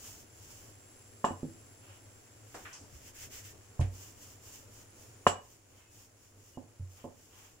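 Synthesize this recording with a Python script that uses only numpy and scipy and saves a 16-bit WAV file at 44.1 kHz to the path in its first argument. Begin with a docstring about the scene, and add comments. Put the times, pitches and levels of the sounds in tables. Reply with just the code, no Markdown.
"""A small tiled kitchen, with a phone's microphone close to dough being rolled out on a stone counter.
The wooden pin rumbles and scrapes over the flour, its dry axle chirping; its knocks ring the wood, boom
in slab and cabinet and jolt a kettle off to the right. Hands flop and smooth the dough. Behind it all a
gas burner hisses and whistles faintly under the kettle. The phone's gain ducks at the loudest knock."""
import sys
import numpy as np
from scipy import signal
from scipy.fft import rfft, irfft, next_fast_len
from scipy.io import wavfile
from scipy.ndimage import uniform_filter1d, map_coordinates

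SR = 44100
rng = np.random.default_rng(int(sys.argv[2]) if len(sys.argv) > 2 else 0)


def master(y):
    """Save y as 16-bit WAV."""
    cut = np.clip(np.atleast_2d(y).T, -1, 1)
    pcm = np.round(cut * 32767)  # scale
    wavfile.write(sys.argv[1], SR, pcm.astype(np.int16))


N = 335160
TIME = np.arange(N) / SR
AGE = np.arange(SR * 3 // 4) / SR  # seconds since the onset of a short sound


def amp(db):
    """Decibels to gain."""
    return 10 ** (np.asarray(db) / 20)


def unit(x):
    """Scale to rms 1."""
    return x / np.sqrt(np.mean(x ** 2) + 1e-20)


def along(points, hz):
    """(frequency [Hz], value) points read on a log axis."""
    freqs, values = np.transpose(points)
    return np.interp(np.log(hz + 1), np.log(freqs + 1), values)


def curves(rows):
    """One value per sample for each column after the time."""
    times, *columns = np.transpose(rows)
    return [np.interp(TIME, times, column) for column in columns]


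def wobble(rate):
    """A smooth random curve, rate knots a second."""
    return map_coordinates(rng.standard_normal(int(N * rate / SR) + 4), [TIME * rate])


def fade(t60):
    """A decay of 60 dB in t60 seconds."""
    return np.exp(-np.log(1000) * AGE / t60)


def filtered(x, response):
    """Filter x by a gain given as a function of frequency."""
    size = x.shape[-1]
    padded = next_fast_len(size + SR // 4)
    return irfft(rfft(x, padded) * response(np.fft.rfftfreq(padded, 1 / SR)), padded)[..., :size]


def spread(pair):
    """Two unrelated signals as a diffuse field: alike in the bass, unrelated in the treble."""
    # likeness of left and right at the phone: (frequency [Hz], correlation [0-1])
    likeness = [(100, 0.96), (1000, 0.23), (2500, 0.047), (6000, 0.032)]
    turn = lambda hz: np.arccos(np.clip(along(likeness, hz), -1, 1)) / 2
    mid, side = filtered(pair, lambda hz: np.array([np.cos(turn(hz)), np.sin(turn(hz))]))
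    return np.array([mid + side, mid - side])


def rush(spectrum, grain_db):
    """Coloured stereo noise of rms 1, broken into millisecond grains of uneven size."""
    grains = rng.standard_normal((2, N)) * amp(grain_db * wobble(900))
    return unit(filtered(spread(grains), lambda hz: amp(along(spectrum, hz))))


def burst(t60):
    """Diffuse noise that dies away."""
    return fade(t60) * spread(rng.standard_normal((2, len(AGE))))


def panned(x, balance_db):
    """Left louder than right by balance_db."""
    return x * amp([[balance_db / 2], [-balance_db / 2]])


def ring(modes, rise_s, lag_s=0., scatter_db=1):
    """Damped modes, struck a little differently each time; the right microphone gets them lag_s late."""
    t = np.maximum(AGE - np.array([[0], [lag_s]]), 0)
    tones = sum(amp(db + scatter_db * rng.normal()) * fade(t60) * np.sin(2 * np.pi * hz * t)
                for hz, db, t60 in modes)
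    return (1 - np.exp(-t / rise_s)) * tones


def add(track, start, sound):
    """Mix a short sound into the track at start seconds."""
    part = track[:, round(start * SR):][:, :len(AGE)]
    part += sound[..., :part.shape[1]]


def kitchen(x, wet_db, build_s=0.0043):
    """A short sound plus the answer of the near, tiled walls, which builds up within milliseconds."""
    # reverberation of the tiled room: (frequency [Hz], t60 [s])
    decay = [(100, 0.26), (400, 0.34), (1000, 0.29), (3000, 0.35), (8000, 0.18), (15000, 0.031)]
    # colour of the reflections: (frequency [Hz], gain [dB])
    colour = [(60, -6), (300, -4), (700, -3), (3000, -6), (7000, 7), (15000, -1.5)]
    hz, t, bands = signal.stft(rng.standard_normal((2, len(AGE))), SR, nperseg=256)
    bands = bands * np.exp(-np.log(1000) * t / along(decay, hz)[:, None])
    tail = spread(signal.istft(bands, SR, nperseg=256)[1][:, :len(AGE)])
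    tail *= 1 - np.exp(-(AGE / build_s) ** 2)
    tail = filtered(tail / np.linalg.norm(tail[0]), lambda f: amp(along(colour, f)))
    return x + amp(wet_db) * signal.fftconvolve(np.atleast_2d(x), tail, axes=1)[:, :len(AGE)]


def gas_burner(hiss_db=-62, hiss_follows=0.11):
    """In the background, the flame's low flutter, the hiss of gas and the jet's two fuzzy whistles."""
    # the jet's upper whistle: (time [s], pitch [Hz], level [dB])
    jet = [(0, 9800, -72), (.9, 10160, -67.5), (2, 10100, -69), (2.5, 10160, -73), (4.6, 9880, -72),
           (5, 9610, -70.5), (7.6, 9880, -74)]
    # spectrum of the flame: (frequency [Hz], relative level [dB])
    flame_spectrum = [(20, -10.5), (70, -11.5), (100, 8.5), (150, -15), (280, -7.5), (500, -10),
                      (1400, -26), (3000, -34.5)]
    # spectrum of the escaping gas: (frequency [Hz], relative level [dB])
    hiss_spectrum = [(500, -6), (1500, 0), (2900, -3), (3900, -8.5), (5500, -2), (7400, 1.5), (8600, -8),
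                     (12000, -14.5), (16000, -9.5)]
    pitch_hz, whistle_db = curves(jet)
    flame = amp(-58.5 + 1.2 * wobble(16)) * rush(flame_spectrum, grain_db=1)
    swing_db = whistle_db - whistle_db.mean()
    hiss = amp(hiss_db + hiss_follows * swing_db) * rush(hiss_spectrum, grain_db=1.5)
    phase = 2 * np.pi * np.cumsum(pitch_hz) / SR
    fuzz = lambda width_hz: filtered(rng.standard_normal((2, N)),
                                     lambda hz: 1 / (1 + (hz / width_hz) ** 2))
    tone = lambda angle: unit(fuzz(width_hz=73) * np.cos(angle) + fuzz(width_hz=140) * np.sin(angle))
    whistle = amp(whistle_db) * (tone(phase) + amp(2.5) * tone(.739 * phase))
    return panned(flame, balance_db=0.75) + hiss + whistle


def strokes(rows, arch=1.05):
    """Gain of hand-driven strokes: each speeds up from rest and slows to rest again."""
    return sum(amp(db) * np.abs(np.sin(np.pi * np.clip((TIME - start) / length, 0, 1))) ** arch
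               for start, length, db in rows)


def rubbing():
    """Close up, flour catches and slips under each stroke; the slab rumbles under the moving weight."""
    # passes of the pin over the dough: (start [s], length [s], level [dB])
    rolls = [(-.1, 0.36, -50.5), (.3, 0.46, -56), (3.9, 0.26, -53), (4.14, 0.25, -55.5), (4.39, .28, -54),
             (4.69, 0.18, -57.5), (4.92, .24, -61), (5.39, 0.23, -56.5), (5.66, .22, -60.5),
             (5.88, .22, -54), (6.15, .19, -60.5), (6.35, .24, -59), (6.86, .23, -56.5), (7.1, 0.23, -58.5),
             (7.27, .32, -56)]
    # palms smoothing the dough: (start [s], length [s], level [dB])
    sweeps = [(2.42, 0.34, -58.5), (2.88, 0.15, -60), (3.0, 0.13, -53.5), (3.13, .17, -49.5),
              (3.29, 0.143, -47.5), (3.405, .14, -52)]
    # the sheet of dough dragging on the stone: (start [s], length [s], level [dB])
    drags = [(1.8, 0.217, -60), (2.68, .13, -57.5), (5.68, 0.24, -64.5), (6.96, 0.11, -59),
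             (7.28, .26, -61.5)]
    # fine friction of flour: (frequency [Hz], relative level [dB])
    fine = [(1500, -22.5), (3000, -8), (4000, -13.5), (5200, -2.5), (7100, 2), (8600, -8), (12000, -11.5),
            (15000, -4.5), (16000, -13.5)]
    # coarse friction of pin and sheet: (frequency [Hz], relative level [dB])
    coarse = [(150, -26.5), (400, -10), (900, 2), (2000, -3), (3000, 2.5), (3900, -12), (7000, -18)]
    # skin rasping on flour: (frequency [Hz], relative level [dB])
    skin = [(200, -18), (450, -7), (900, -8), (1400, -1), (2100, 2.5), (3000, 2), (4000, -8), (7000, -21.5)]
    # the slab under pin and palms: (frequency [Hz], relative level [dB])
    slab = [(20, -4), (100, 1.5), (170, -10), (330, -13), (900, -42), (3000, -64.5)]
    pin, palms, sheet = strokes(rolls), strokes(sweeps), strokes(drags)
    pressure = amp(1.3 * wobble(35) + 0.49 * wobble(11))
    swish = pressure * (pin + palms) * rush(fine, grain_db=1.0)
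    scrape = pressure * (amp(-10.5) * pin + sheet) * rush(coarse, grain_db=0.5)
    rasp = pressure * amp(-7.5) * palms * rush(skin, grain_db=1.5)
    rumble = amp(-36.5) * np.sqrt(pin + palms) * rush(slab, grain_db=0.5)
    return panned(swish, balance_db=-0.3) + panned(scrape + rasp, balance_db=0.5) + rumble


def pin_blow(wood_db, contact_hz, thump_db, hum_db, room_db):
    """One contact rings the pin and booms in slab and cabinet; dough or a hand softens it."""
    # modes of the pin against the stone: (frequency [Hz], relative level [dB], t60 [s])
    pin_modes = [(208.8, -13.5, 0.024), (465, -16.5, 0.033), (581, -5.5, 0.023), (706, -4.5, 0.025),
                 (894, -5.5, 0.026), (1026, 1.5, 0.017), (1166, -15.5, 0.015), (1594, -16, 0.021),
                 (2158, -24, 0.013), (2915, -4.5, 0.088), (3800, -12.5, 0.029)]
    # modes of the slab on its cabinet: (frequency [Hz], relative level [dB], t60 [s])
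    slab_modes = [(54, -14, .3), (93, 0, .36), (122, -7, .17)]
    # modes of the cabinet's hollow: (frequency [Hz], relative level [dB], t60 [s])
    cabinet_modes = [(155, -1, 0.075), (247, 2, 0.088), (325.4, -5, 0.13)]
    softening = signal.butter(4, contact_hz, fs=SR, output="sos")
    bass_cut = signal.butter(2, 140, "high", fs=SR, output="sos")  # a thin pin radiates no bass
    axle_rattle = amp(-0.5) * burst(t60=0.041) * (1 - np.exp(-AGE / 0.0026))
    wood = ring(pin_modes, rise_s=0.0013, lag_s=.0001) + axle_rattle
    wood = signal.sosfilt(bass_cut, signal.sosfilt(softening, wood))
    wood = amp(wood_db) * wood / np.abs(wood).max()
    push = 1 - np.exp(-AGE / 0.0016)  # the heavy slab takes a few milliseconds to move
    thump = amp(thump_db) * push * ring(slab_modes, rise_s=0.0016)
    hum = amp(hum_db) * ring(cabinet_modes, rise_s=0.00058)
    return kitchen(wood + hum, room_db) + thump


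def kettle(wood_db, contact_hz, jolt_hz=770):
    """Off to the right, a hard blow jolts the kettle: its steel rings and chatters on its stand."""
    # modes of jolted steel and glass: (frequency [Hz], relative level [dB], t60 [s])
    modes = [(2905, -6, .16), (7312, 0, .16), (7400, -8, .12), (7757, -5, .22), (7924, -11, .2),
             (8087, -11, .2), (9470, -15, .18), (9980, -10, .18)]
    # colour of the chatter on the stand: (frequency [Hz], gain [dB])
    colour = [(1500, -15.5), (2800, 5.5), (3700, -5.5), (5000, -5.5), (7700, 0.5), (8800, -19),
              (10000, -21), (16000, -20)]
    jolt = amp(wood_db - 20) / (1 + (jolt_hz / contact_hz) ** 2) ** 2  # dull contacts barely stir it
    chatter = amp(5.0) * filtered(burst(t60=0.18), lambda hz: amp(along(colour, hz)))
    swell = 1 - np.exp(-(AGE / 0.0043) ** 2)
    steel = jolt * swell * (amp(-4.5) * ring(modes, rise_s=0.0025) + chatter)
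    return panned(kitchen(steel, wet_db=-15.5), balance_db=-2)


def pin_knocks(second_sharpness=.9):
    """Near the microphone the pin lands on one end; the other follows, duller, milliseconds later."""
    # knocks on the counter: (time [s], wood [dB], contact cutoff [Hz], slab thump [dB], cabinet hum [dB],
    # second end's delay [s], second end's gain [dB], room [dB], left over right [dB])
    knocks = [(1.2425, -14.5, 1350, -46, -36, 0.02, -13, -4, -1),
              (1.308, -37, 900, -44, -35.5, 0.01, -14, -10, -2.5),
              (1.4313, -42.5, 520, -72, -31, .019, -6.5, -5, -3),
              (3.794, -31.5, 780, -18, -38.5, .015, -1.5, -2.5, -2.5),
              (5.2664, -1.5, 1850, -29.5, -37, .005, -18.5, -9.5, -0.9),
              (6.573, -31, 680, -42, -34.5, .008, -11.5, -5, -4),
              (6.7963, -53, 598, -32, -67, 0.0094, 0, -4.5, -2),
              (7.042, -31.5, 740, -51, -39, 0.0088, -2.5, -2.5, -4)]
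    track = np.zeros((2, N))
    for time, wood_db, contact_hz, thump_db, hum_db, delay, second_db, room_db, balance_db in knocks:
        ends = [(time, 0, contact_hz), (time + delay, second_db, second_sharpness * contact_hz)]
        for start, db, hz in ends:
            contact = panned(pin_blow(wood_db, hz, thump_db, hum_db, room_db), balance_db)
            add(track, start, amp(db) * (contact + kettle(wood_db, hz)))
    return track


def dough_pats():
    """Limp dough does not ring: each slap is a puff of squeezed-out air and flour."""
    # slaps of dough and hands: (time [s], level [dB], centre [Hz], width [octaves], t60 [s])
    slaps = [(2.542, -43.5, 523, 1.3, 0.31), (2.547, -50, 6160, 0.43, 0.14),
             (2.65, -44.5, 1590, 0.65, 0.29), (2.728, -48.5, 6140, 0.33, 0.41),
             (2.925, -45, 70.5, 0.56, 0.33), (3.808, -45.5, 1980, 0.7, 0.21), (3.8, -49, 6570, 0.47, 0.19)]
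    track = np.zeros((2, N))
    for start, db, centre_hz, octaves, t60 in slaps:
        band = lambda hz: np.exp(-(np.log2((hz + 1) / centre_hz) / octaves) ** 2 / 2)
        puff = unit(filtered(spread(rng.standard_normal((2, len(AGE)))), band))
        envelope = fade(t60) * (1 - np.exp(-AGE / 0.0021))
        add(track, start, kitchen(amp(db) * puff * envelope, wet_db=-20.5))
    return track


def axle_squeaks():
    """Dry wood sticks and slips on the axle: a faint, unsteady tone that swells and fades."""
    # the pin's axle chirping in its bore: (start [s], length [s], pitch [Hz], level [dB])
    chirps = [(5.74, 0.26, 2590, -67.5), (5.77, 0.14, 2140, -67), (6.53, 0.052, 2900, -59)]
    track = np.zeros((2, N))
    for start, length, hz, db in chirps:
        pitch_hz = hz * (1 + 0.0041 * wobble(125)[:len(AGE)])
        tone = np.sin(2 * np.pi * np.cumsum(pitch_hz) / SR)
        swell = np.sin(np.pi * np.minimum(AGE / length, 1)) ** 2
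        add(track, start, kitchen(amp(db) * swell * tone, wet_db=-6))
    return track


def scene():
    """Everything on and around the counter, as it reaches the phone."""
    return pin_knocks() + dough_pats() + axle_squeaks() + rubbing() + gas_burner()


def record(dry, ceiling_db=-6.0, recovery_db_per_s=0.22, top_hz=15800):
    """The phone's gain ducks at once for a peak and creeps back; nothing above top_hz gets through."""
    excess_db = np.maximum(20 * np.log10(np.abs(dry).max(axis=0) + 1e-9) - ceiling_db, 0)
    recovered_db = recovery_db_per_s * TIME
    held_db = np.maximum.accumulate(excess_db + recovered_db) - recovered_db
    ducked = dry * amp(-uniform_filter1d(held_db, size=64))
    return filtered(ducked, lambda hz: hz < top_hz)


dry = scene()
out = record(dry)
master(out)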